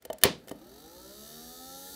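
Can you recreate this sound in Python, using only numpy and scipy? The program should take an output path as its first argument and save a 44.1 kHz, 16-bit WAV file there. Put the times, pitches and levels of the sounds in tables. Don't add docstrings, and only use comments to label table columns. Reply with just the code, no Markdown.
import sys
import numpy as np
from scipy import signal
from scipy.fft import irfft
from scipy.io import wavfile
from scipy.ndimage import uniform_filter1d

SR = 44100
rng = np.random.default_rng(int(sys.argv[2]) if len(sys.argv) > 2 else 0)


def volts(x):
    e = np.asarray(x, float) / 20
    return 10 ** e


def master_out(mix):
    frames = np.transpose(np.atleast_2d(mix))
    ceiling = np.clip(frames, -1, 1)
    pcm = np.round(ceiling * 32767).astype(np.int16)
    wavfile.write(sys.argv[1], SR, pcm)


N = 85995

# f/Hz, width/Hz, level/dB
HOUSING_MODES = [(230, 200, -1), (370, 150, 2), (560, 200, -1), (840, 230, -2), (1310, 170, -1),
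                 (1780, 150, -9), (3000, 600, -12), (3850, 600, -2), (4520, 550, 0), (6000, 1300, -1.5),
                 (8200, 2000, -4), (9950, 380, 2), (11700, 2500, -3), (14500, 2600, -4)]
SLOTS = 3
START_S = .249


def level(x, db):
    return x * volts(db) / np.sqrt(np.mean(x ** 2))


def unit(x):
    return x / np.sqrt(np.mean(x[N // 2:] ** 2))


def band(x, hz, width):
    return signal.lfilter(*signal.iirpeak(min(hz, .45 * SR), hz / width, SR), x)


def double_band(x, hz, width):
    return band(band(x, hz, width), hz, width)


def walk(rate):
    hold = int(SR / rate)
    steps = np.repeat(rng.standard_normal(N // hold + 1), hold)
    return 1.34 * uniform_filter1d(uniform_filter1d(steps, hold), hold)[:N]


def air():
    # f/Hz, level/dB per Hz
    air_spectrum = [(18, -33), (30, -9.5), (546, -4), (1020, -30), (1820, -8), (2690, -31.5), (3320, -23),
                    (3680, -23), (15500, -32)]
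    air_db, fade_in_s = -63, .026
    mains_hz, mains_db = 60, -66
    hz_points, db_points = np.array(air_spectrum).T
    vent = 0
    for hz in 35 * 2 ** np.arange(0, 9, .5):
        density_db = np.interp(np.log(hz), np.log(hz_points), db_points)
        db = density_db + 10 * np.log10(hz) + 0.84 * walk(9.1)
        vent = vent + volts(db) * level(double_band(rng.standard_normal(N), hz, hz / 2), 0)
    mains = level(band(rng.standard_normal(N), mains_hz, 5.6), mains_db)
    return (level(vent, air_db) + mains) * np.clip(np.arange(N) / SR / fade_in_s, .1, 1)


def rings(modes, chance, pitch_hz=None, size=8192):
    focus_db = -12
    t = np.arange(size) / SR
    out = 0
    for (hz, db, t60), c in zip(modes, chance):
        off_db = 0 if pitch_hz is None else focus_db * abs(np.log2(hz / pitch_hz))
        tone = np.sin(2 * np.pi * hz * (1 + .004 * c) * t)
        out = out + volts(db + off_db + 2 * c) * tone * 1000. 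** (-t / t60)
    return out


def lid():
    # f/Hz, level/dB, t60/s
    shell_modes = [(160, -8, .07), (290, -1, .04), (400, 0, .04), (497, 0, .05), (632, 1, .05),
                   (870, -2, .04), (1200, -6, .03)]
    # f/Hz, level/dB, t60/s
    latch_modes = [(1480, -4, .018), (1820, -3, .04), (2050, -5, .02), (3030, -1, .035), (3550, -4, .018),
                   (4150, -7, .015)]
    # t/s, crack level/dB, latch level/dB, shell level/dB, shell f/Hz
    touches = [(.023, -52.5, -54, -71, 510), (0.051, -39.5, -46, -71, 463), (.053, -44, -55, -35, 520),
               (.101, -46, -34, -23, 640), (.130, -37, -48, -65, 650), (.184, -45, -55, -63, 504),
               (.213, -49, -56, -52, 520), (0.216, -45, -44, -50.5, 506), (.226, -52.5, -40, -39.5, 510),
               (.2355, -6.5, -9, -21, 800), (.243, -30, -30, -19, 560), (.253, -28, -30, -11, 380),
               (0.474, -50, -58, -41, 480), (0.483, -43, -39.5, -42.5, 500), (0.493, -40, -63.5, -43, 385),
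               (.511, -50, -42, -33, 1100), (.514, -43, -44, -25, 410), (.612, -66, -74.5, -49, 1210)]
    crack_low_hz, crack_s, crack_fade = 2400, .0049, .3
    size = 8192
    out = np.zeros(N + size)
    t = np.arange(size) / SR
    bright = signal.butter(1, crack_low_hz, "high", fs=SR)
    cutoff = 1 + np.exp(np.minimum((t - crack_s) / (crack_fade * crack_s), 50))
    shape = np.exp(-t / (4 * crack_s)) / cutoff
    for s, crack_db, latch_db, shell_db, pitch_hz in touches:
        chance = rng.standard_normal((2, 8))
        crack = signal.lfilter(*bright, rng.standard_normal(size) * shape)
        latch = rings(latch_modes, chance[0]) / 2
        shell = rings(shell_modes, chance[1], pitch_hz) * np.minimum(t / .0015, 1)
        start = int(s * SR)
        out[start:start + size] += volts(crack_db) * crack + volts(latch_db) * latch + volts(shell_db) * shell
    return out[:N]


def tail():
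    # f/Hz, t60/s, level/dB
    room_bands = [(86.4, 0.1, -4), (173, 0.41, -3), (271, 0.31, -3.5), (562, 0.25, -1.5), (998, 0.2, 0),
                  (2150, 0.21, 0), (3700, 0.24, 1.5), (7700, .25, -17.5), (13200, 0.075, -12.5)]
    t = np.arange(SR // 2) / SR
    rise = 1 - np.exp(-(t / .01) ** 2)
    out = 0
    for hz, t60, db in room_bands:
        noise = double_band(rng.standard_normal(len(t)), hz, 0.77 * hz)
        out = out + level(noise * 1000. ** (-t / t60) * rise, db)
    return out / np.sqrt(np.sum(out ** 2))


def clatter():
    snap_s, clatter_db = .236, 6
    return np.pad(volts(clatter_db) * tail(), (int(snap_s * SR), N))[:N]


def housing(x):
    out = 0
    for k, (hz, width, db) in enumerate(HOUSING_MODES):
        out = out + (-1) ** k * volts(db) * double_band(x, hz, width)
    return unit(out)


def shaft_hum(turns, phase):
    # multiple of the shaft rate, level/dB
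    hum_orders = [(1, -8), (2, -3), (3, 0), (4, -7), (5, -3), (6, -1), (7, -8), (8, -14), (9, -3),
                  (10, -15), (11, -13), (12, -16), (13, -15), (14, -15), (15, -6), (16, -13)]
    return sum(volts(db + walk(3.93)) * np.sin(2 * np.pi * (k * turns + phase[int(k)])) for k, db in hum_orders)


def commutator(turns, phase):
    slope_db = -3.5
    return sum(volts(slope_db * np.log2(k)) * np.sin(2 * np.pi * (SLOTS * k * turns + phase[SLOTS * k]))
               for k in range(3, 30, 2))


def brush_track(turns):
    scatter_db, slot_lift_db, finest, drift_hz = 3.5, 5, 150, 3
    order = np.arange(300)
    chance = rng.standard_normal((3, 2, 300))
    size = volts(scatter_db * chance[0] + slot_lift_db * (order % SLOTS == 0))
    size = size * (order > 16) / (1 + (order / finest) ** 4)
    tracks = irfft(size * np.exp(1j * np.arctan2(chance[1], chance[2])), 8192)
    place = np.arange(8193) / 8192
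    wear = 2 * np.pi * drift_hz * np.cumsum(1 + .5 * walk(4)) / SR
    a, b = (np.interp(turns % 1, place, np.append(x, x[0])) for x in tracks)
    return a * np.cos(wear) + b * np.sin(wear)


def brush_gate(turns, t):
    depth, decay_turns, fade_s = .7, .4, 1.2
    pulse = 2 * np.exp(-(turns % 1) / decay_turns) - 1
    return 1 + depth * np.exp(-(t / fade_s) ** 2) * pulse


def motor():
    # t/s, level/dB
    run_up = [
        (.42, -66.5),
        (.55, -62.5),
        (.75, -55.5),
        (1.0, -53),
        (1.3, -48.5),
        (1.6, -49),
        (1.95, -45.5),
    ]
    start_db, top_turns_hz, run_up_s = -80, 113.5, .96
    hum_db, rattle_db, commutator_db = -7, -18.5, -14
    track_db, hiss_db, whine_db = -4, -5, -19.5
    tick_db, knock_db = -11, -19
    commutator_follow, hum_follow = .2, .75
    hand_off_s, hand_damp_db = .57, -6
    t = np.arange(N) / SR
    s, db = np.array([(START_S, start_db)] + list(run_up)).T
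    load_db, top_db = np.interp(t, s, db), db.max()
    speed_hz = top_turns_hz * (1 - np.exp(-np.maximum(t - START_S, 0) / run_up_s))
    turns = np.cumsum(speed_hz) / SR
    phase = rng.random(100)
    gate = brush_gate(turns, t)

    hiss = signal.lfilter([1, -.9], 1, rng.standard_normal(N)) * gate
    rattle = band(rng.standard_normal(N), 370, 333) * gate
    whine = unit(band(hiss, 1756, 60))
    low = volts(hum_db) * housing(shaft_hum(turns, phase)) + volts(rattle_db) * housing(rattle)
    high = volts(track_db) * housing(brush_track(turns) * gate)
    high = high + volts(hiss_db) * housing(hiss) + volts(whine_db) * whine

    trips = np.diff(np.floor(turns), prepend=0) * volts(2 * walk(30))
    tick = sum(double_band(trips, hz, width) for hz, width, _ in HOUSING_MODES[7:9])
    high = high + volts(tick_db) * unit(tick)
    low = low + volts(knock_db) * housing(band(trips, 420, 450))

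    hand = volts(hand_damp_db * np.clip((hand_off_s - t) / .084, 0, 1))
    bars = housing(commutator(turns, phase) * hand)
    bars = bars * volts(commutator_db + top_db + commutator_follow * (load_db - top_db))
    low = low * hand * volts(top_db + hum_follow * (load_db - top_db))
    return (high * volts(load_db) + bars + low) * np.clip((t - START_S) / .087, 0, 1)


def scene():
    wet_db, motor_wet_db = -17, 2
    quiet, hand, spin = air(), lid(), motor()
    room = volts(wet_db) * signal.fftconvolve(hand + volts(motor_wet_db) * spin, tail())[:N]
    mono = hand + spin + clatter() + room + quiet
    return np.array([mono, mono])


def low_pass(x):
    return signal.sosfilt(signal.butter(12, 17130, fs=SR, output="sos"), x)


def record(dry):
    top_hz = 15700
    cut = signal.sosfilt(signal.ellip(8, .2, 40, top_hz, fs=SR, output="sos"), dry)
    return low_pass(cut)


dry = scene()
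out = record(dry)
master_out(out)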